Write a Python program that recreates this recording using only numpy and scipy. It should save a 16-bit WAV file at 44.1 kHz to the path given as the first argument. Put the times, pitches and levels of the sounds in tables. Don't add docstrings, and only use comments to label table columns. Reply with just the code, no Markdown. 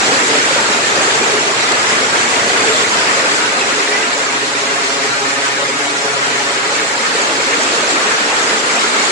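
import sys
import numpy as np
from scipy import signal
from scipy.fft import rfft, irfft, next_fast_len
from scipy.io import wavfile
from scipy.ndimage import uniform_filter1d, minimum_filter1d, map_coordinates

SR = 44100
rng = np.random.default_rng(int(sys.argv[2]) if len(sys.argv) > 2 else 0)


def transcribe(signal):
    frames = np.atleast_2d(signal).T
    limited = np.clip(frames, -1, 1)
    pcm = np.round(limited * 32767).astype(np.int16)
    wavfile.write(sys.argv[1], SR, pcm)


def boost_factor(decibels):
    exponent = np.asarray(decibels, float) / 20
    return 10 ** exponent


N = 401751


def unit(x):
    return x / np.sqrt(np.mean(x ** 2) + 1e-20)


def along(points, hz):
    f, v = np.transpose(points)
    return np.interp(np.log(hz + 1), np.log(f + 1), v)


def curves(rows):
    s, *columns = np.transpose(rows)
    return [np.interp(np.arange(N) / SR, s, column) for column in columns]


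def wobble(rate):
    knots = rng.standard_normal(int(N * rate / SR) + 4)
    return map_coordinates(knots, [np.arange(N) * rate / SR])


def filtered(x, response):
    m = next_fast_len(N + 8192)
    return irfft(rfft(x, m) * response(np.fft.rfftfreq(m, 1 / SR)), m)[..., :N]


# frequency in Hz, left-right correlation.
PORT_LIKENESS = [(40, 0.82), (250, 0.97), (600, 0.68), (950, 0.37), (1300, -0.45), (1750, -0.31),
                 (2300, 0.34), (2500, 0.24), (2900, -0.38), (3400, -0.1), (6200, -0.043), (7400, 0.21),
                 (9000, 0.024)]


def heard(pair, spectrum):
    def response(hz):
        turn = np.arccos(np.clip(along(PORT_LIKENESS, hz), -1, 1)) / 2
        return boost_factor(along(spectrum, hz)) * np.array([np.cos(turn), np.sin(turn)])
    mid, side = filtered(pair, response)
    return unit(np.array([mid + side, mid - side]))


def rings(s, hz, t60, gain, rise, size):
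    t = np.arange(size) / SR
    age = t / t60[:, None]
    tone = np.sin(2 * np.pi * hz[:, None] * t * (1 + rise * age))
    wave = tone * boost_factor(-60 * age) * (1 - np.exp(-12 * age))
    at = np.round(s * SR).astype(int)[:, None] + np.arange(size)
    return np.bincount(at.ravel(), (gain[:, None] * wave).ravel(), N + size)[:N]


def drops(count, low_hz, high_hz, cycles, spread_db, rise, size):
    def shower():
        when, pitch, big = rng.random((count, 3)).T
        hz = low_hz * (high_hz / low_hz) ** pitch
        size_db = np.minimum(-spread_db * np.log(big), 6)
        return rings(when * (N - 1) / SR, hz, cycles / hz, hz * boost_factor(size_db), rise, size)
    return unit(np.array([shower(), shower()]))


def patchy(broad_db, fine_db):
    def patches(bins, frames):
        noise = rng.standard_normal(z.shape[1:])
        return unit(uniform_filter1d(uniform_filter1d(noise, size=bins, axis=0), size=frames, axis=1))
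    z = signal.stft(rng.standard_normal((2, N)), nperseg=1024)[2]
    strength_db = broad_db * patches(14, 5) + fine_db * patches(3, 3)
    return unit(signal.istft(z * boost_factor(strength_db), nperseg=1024)[1][:, :N])


# time in seconds, level in dB over the mean.
DOWNPOUR = [(0, 1), (.6, 0.35), (.87, -0.3), (1.3, 0.3), (1.45, -.5), (2.05, -0.5), (2.6, 0.7),
            (3.95, -0.5), (4.15, -0.2), (4.45, -0.4), (4.75, 0.5), (5.5, .5), (5.6, -.5), (6.3, 0.44),
            (7.05, -0.36), (7.6, 0), (8.25, -1), (9.11, -0.1)]


def rain():
    pour_db, = curves(DOWNPOUR)
    deep_db, middle_db, fine_db = gushes()
    surge = wobble(24)
    return plunge(pour_db, deep_db, surge) + patter(pour_db, middle_db, surge) + fizz(pour_db, fine_db, surge)


# time in seconds, swell in dB, length in seconds,
# brightness from -1 (deep plunge) to 1 (fine spray).
GUSHES = [(.13, 0.98, 0.055, 0.091), (.35, 2, 0.045, -0.68), (.57, 1.2, 0.055, 0.3),
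          (.76, 0.98, 0.048, 0.051), (1.04, 2.1, 0.086, 0.076), (1.23, 1.1, .08, -0.89),
          (1.71, 0.77, 0.064, -0.052), (1.92, 1.5, 0.063, 0), (2.16, 1.5, 0.055, -0.18),
          (2.71, 0.45, .09, .3), (2.99, 0.6, 0.029, 0.97), (3.15, 0.82, 0.064, 0.044),
          (3.36, 1.2, 0.047, .1), (3.78, 1, 0.11, 0.75), (3.99, 0.77, .07, 0.4), (4.84, 0.95, 0.06, 0),
          (5.23, .9, 0.056, -0.64), (5.45, 1.1, .08, .2), (5.83, 0.78, .07, -0.076), (6.04, 0.5, .07, 0.21),
          (6.29, .9, .08, -0.3), (6.76, 1.1, 0.056, 0.67), (7.26, 0.82, 0.13, -0.26), (7.63, .8, .07, 0.71),
          (7.75, 0.73, .06, -.8), (7.99, 0.9, .08, -0.68), (8.4, 1.2, 0.15, 0.00069), (8.77, 0.65, .08, .2),
          (9.02, 1.5, 0.046, 0.28)]


def gushes():
    t, swell_db = np.arange(N) / SR, np.zeros((3, N))
    for s, db, length, bright in GUSHES:
        span = slice(max(0, round((s - 3 * length) * SR)), round((s + 3 * length) * SR))
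        shape = np.exp(-((t[span] - s) / length) ** 2)
        swell_db[:, span] += db * shape * np.array([[1 - bright], [1], [1 + bright]])
    return swell_db


# frequency in Hz, level in dB per Hz.
PLUNGE_COLOUR = [(60, -38), (110, -20.5), (150, -11.5), (280, -1), (360, -1), (430, 3.5), (520, 0),
                 (900, -1), (1200, -16), (2000, -45)]


def plunge(pour_db, gush_db, surge):
    drained_db = 0.05 * (np.arange(N) - N / 2) / SR
    level_db = -20.5 + 1.07 * pour_db + gush_db - drained_db
    plops = drops(count=500, low_hz=200, high_hz=1100, cycles=35, spread_db=3, rise=.1, size=2200)
    gurgle = patchy(broad_db=.6, fine_db=.7) + boost_factor(-19) * plops
    return boost_factor(level_db + 0.13 * surge + 0.09 * wobble(9.7)) * heard(gurgle, PLUNGE_COLOUR)


# frequency in Hz, level in dB per Hz.
PATTER_COLOUR = [(500, -56), (900, -7), (1120, -2), (1260, 1.5), (1850, -0.5), (2100, -2.5), (2800, -6),
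                 (3300, -15), (5000, -42)]


def patter(pour_db, gush_db, surge):
    level_db = -15.5 + pour_db + 0.63 * gush_db
    plinks = drops(count=1200, low_hz=900, high_hz=3300, cycles=70, spread_db=3, rise=.05, size=1500)
    leaves = patchy(broad_db=0.78, fine_db=0.26) + boost_factor(-14.5) * plinks
    return boost_factor(level_db + 0.18 * surge + 0.54 * wobble(20)) * heard(leaves, PATTER_COLOUR)


# frequency in Hz, level in dB per Hz.
FIZZ_COLOUR = [(1800, -21.5), (3000, -0.5), (3500, -1), (4200, 0), (5000, -2.5), (6200, -3.5), (7000, -2.5),
               (7500, -1.5), (7800, -4), (8500, -11.5), (9200, -14.5), (10300, -15.5), (10800, -23)]


def fizz(pour_db, gush_db, surge):
    level_db = -18.5 + 1.1 * pour_db + 0.75 * gush_db + np.array([[-.25], [.25]])
    specks = drops(count=2400, low_hz=2800, high_hz=10500, cycles=90, spread_db=3, rise=.03, size=700)
    spray = patchy(broad_db=1.2, fine_db=1.46) + boost_factor(-12) * specks
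    return boost_factor(level_db + 0.31 * surge + 0.55 * wobble(30)) * heard(spray, FIZZ_COLOUR)


# time in seconds, peak in dB, pitch in Hz, length in
# seconds.
SOFT_TONES = [(0.056, -22, 2370, .04), (0.42, -19, 2280, 0.04), (0.589, -17, 944, 0.045),
              (0.848, -16, 1780, .04), (1.06, -20, 1840, .03), (1.228, -16, 2404, 0.041),
              (1.238, -15.5, 444, 0.11), (1.353, -15, 427, 0.11), (1.465, -17.5, 418, 0.029),
              (2.626, -25, 2200, 0.056), (2.708, -20, 1360, 0.051), (2.704, -19, 7300, 0.059),
              (2.843, -29, 7500, .08), (3.18, -18, 2270, 0.056), (3.799, -20, 425.5, 0.14),
              (3.932, -14, 2340, 0.038), (3.915, -16, 1930, .04), (3.951, -14.5, 1990, .06),
              (3.985, -16, 2050, .04), (4.016, -16, 1600, 0.046), (4.03, -12.5, 2017, .03),
              (4.147, -17, 2267, 0.036), (5.559, -14, 1608, 0.03), (7.74, -18, 474, 0.082),
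              (7.975, -20, 564, 0.076), (8.13, -19, 1690, 0.033), (8.84, -17, 1270, 0.035)]


def soft_tones():
    out, t, drift = np.zeros((2, N)), np.arange(N) / SR, wobble(60)
    for s, db, hz, length in SOFT_TONES:
        span = slice(max(0, round((s - length) * SR)), round((s + length) * SR))
        since = t[span] - s
        age = since / length
        waver = 1.9 * np.roll(drift, round(hz * 10))[span] + rng.uniform(0, 1.35, (2, 1))
        tone = np.sin(2 * np.pi * hz * since * (1 + 0.0071 * age) + waver)
        out[:, span] += boost_factor(db - 3.5 - 31 * age ** 2) * tone
    return out


# start in seconds, peak in dB, left-right difference in dB.
NEAR_DROPS = [(0.1121, -8, -0.5), (0.3321, -10, 0.0), (0.4943, -8, 0.0), (0.5496, -7, -0.5),
              (0.6764, -7, -1.0), (1.0146, -9, -1.0), (1.2151, -9, -1.0), (1.6945, -11, -0.5),
              (1.7195, 2, 3), (2.1485, -7, -1.0), (2.3077, -9, 0.5), (2.4864, -8, -1.0),
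              (2.6668, -10, -0.5), (2.9756, -9, -1.0), (2.9961, -6, 0.0), (4.6493, -11, -1.0),
              (5.8722, -11, 0.0), (6.0626, -12, -1.5), (6.6692, -6, -1.5), (6.758, -6, -1),
              (6.776, -6, -0.5), (7.3985, -6, -1.0), (7.7712, -11, -1.0), (8.1514, -9, -1.0),
              (8.2955, -10, -0.5), (8.4871, -10, -0.5), (8.5599, -10, -0.5), (8.8453, -11, -0.5),
              (8.9979, -9, -0.5), (9.0623, -6, -0.5)]


def splats():
    out, t = np.zeros((2, N + SR)), np.arange(900) / SR
    for s, db, pan_db in NEAR_DROPS:
        crack = boost_factor(db - 5.5 - 60 * t / 0.025) * rng.standard_normal((2, len(t)))
        out[:, round(s * SR):][:, :len(t)] += crack * boost_factor([[pan_db / 2], [-pan_db / 2]])
    return filtered(out[:, :N], lambda hz: boost_factor(along(FIZZ_COLOUR, hz)))


# time in seconds, firing rate in Hz, level in dB.
ENGINE_RUN = [
    (0, 22.5, -41),
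    (2, 22.1, -41.5),
    (2.9, 21.9, -42.5),
    (3.8, 22.2, -47),
    (5.3, 21.5, -41.5),
    (6.3, 21.3, -42.5),
    (7.8, 20.6, -50),
    (9.11, 20.3, -58),
]
# multiple of the firing rate, level in dB.
ENGINE_ORDERS = [(4, -15), (5, -3), (6, 0), (8, -14)]
# frequency in Hz, level in dB per Hz.
RUMBLE_COLOUR = [(20, -18), (70, -18), (110, 5.5), (160, -3), (260, -19)]


def engine():
    hz, tone_db = curves(ENGINE_RUN)
    load_off_s, ramp_s = 3.9, .3
    idle = np.clip((np.arange(N) / SR - load_off_s) / ramp_s + .5, 0, 1)
    load_db = -16 * idle
    rumble_db = -41.5 - 10 * idle
    turn = 2 * np.pi * np.cumsum(hz) / SR
    tones = np.zeros(N)
    for k, db in ENGINE_ORDERS:
        level_db = tone_db + db + (k < 6) * load_db + 1.5 * wobble(4)
        tones += boost_factor(level_db) * np.sin(k * turn + .3 * wobble(6))
    return tones + boost_factor(rumble_db) * heard(rng.standard_normal((2, N)), RUMBLE_COLOUR)


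def scene():
    return rain() + soft_tones() + splats() + engine()


def limiter(x):
    need = np.minimum(1, .97 / (np.abs(x).max(axis=0) + 1e-9))
    return x * uniform_filter1d(minimum_filter1d(need, size=129), size=65)


def ragged_band_limit(x):
    hz, t, z = signal.stft(x, SR, nperseg=2048)
    dips = np.repeat(rng.exponential(size=len(t)), 2)[:len(t)]
    edge_hz = 10920 - 140 * dips
    return signal.istft(z * (hz[:, None] < edge_hz), SR, nperseg=2048)[1][:, :N]


def dissolve(x):
    start_s, end_s, late = 3.0, 8.0, 318
    share = np.clip((np.arange(N) / SR - start_s) / (end_s - start_s), 0, 1)
    return (1 - share) * x + share * np.pad(x, ((0, 0), (late, 0)))[:, :N]


# time in seconds, peak in dB.
HIGH_TICKS = [(0.0408, -58), (0.3321, -53), (0.609, -46), (0.7163, -50), (0.7816, -41), (1.1503, -50),
              (1.3613, -54), (2.6828, -54), (3.3792, -48), (3.7738, -55), (4.0292, -62), (5.5433, -47),
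              (6.3081, -58), (7.7164, -45)]


def high_ticks():
    ticks = np.zeros((2, N))
    for s, db in HIGH_TICKS:
        burst = np.hanning(1100) ** 2 * rng.standard_normal(1100)
        ticks[:, round(s * SR) - 300:][:, :1100] = boost_factor(db + 1) * burst
    spill = filtered(ticks, lambda hz: np.exp(-((hz - 14750) / 1100) ** 6))
    return boost_factor([[1], [-1]]) * spill


def low_pass(x):
    return signal.sosfilt(signal.butter(12, 15830, fs=SR, output="sos"), x)


def record(dry):
    x = ragged_band_limit(limiter(dry))
    mix = dissolve(x) + high_ticks()
    return low_pass(mix)


dry = scene()
out = record(dry)
transcribe(out)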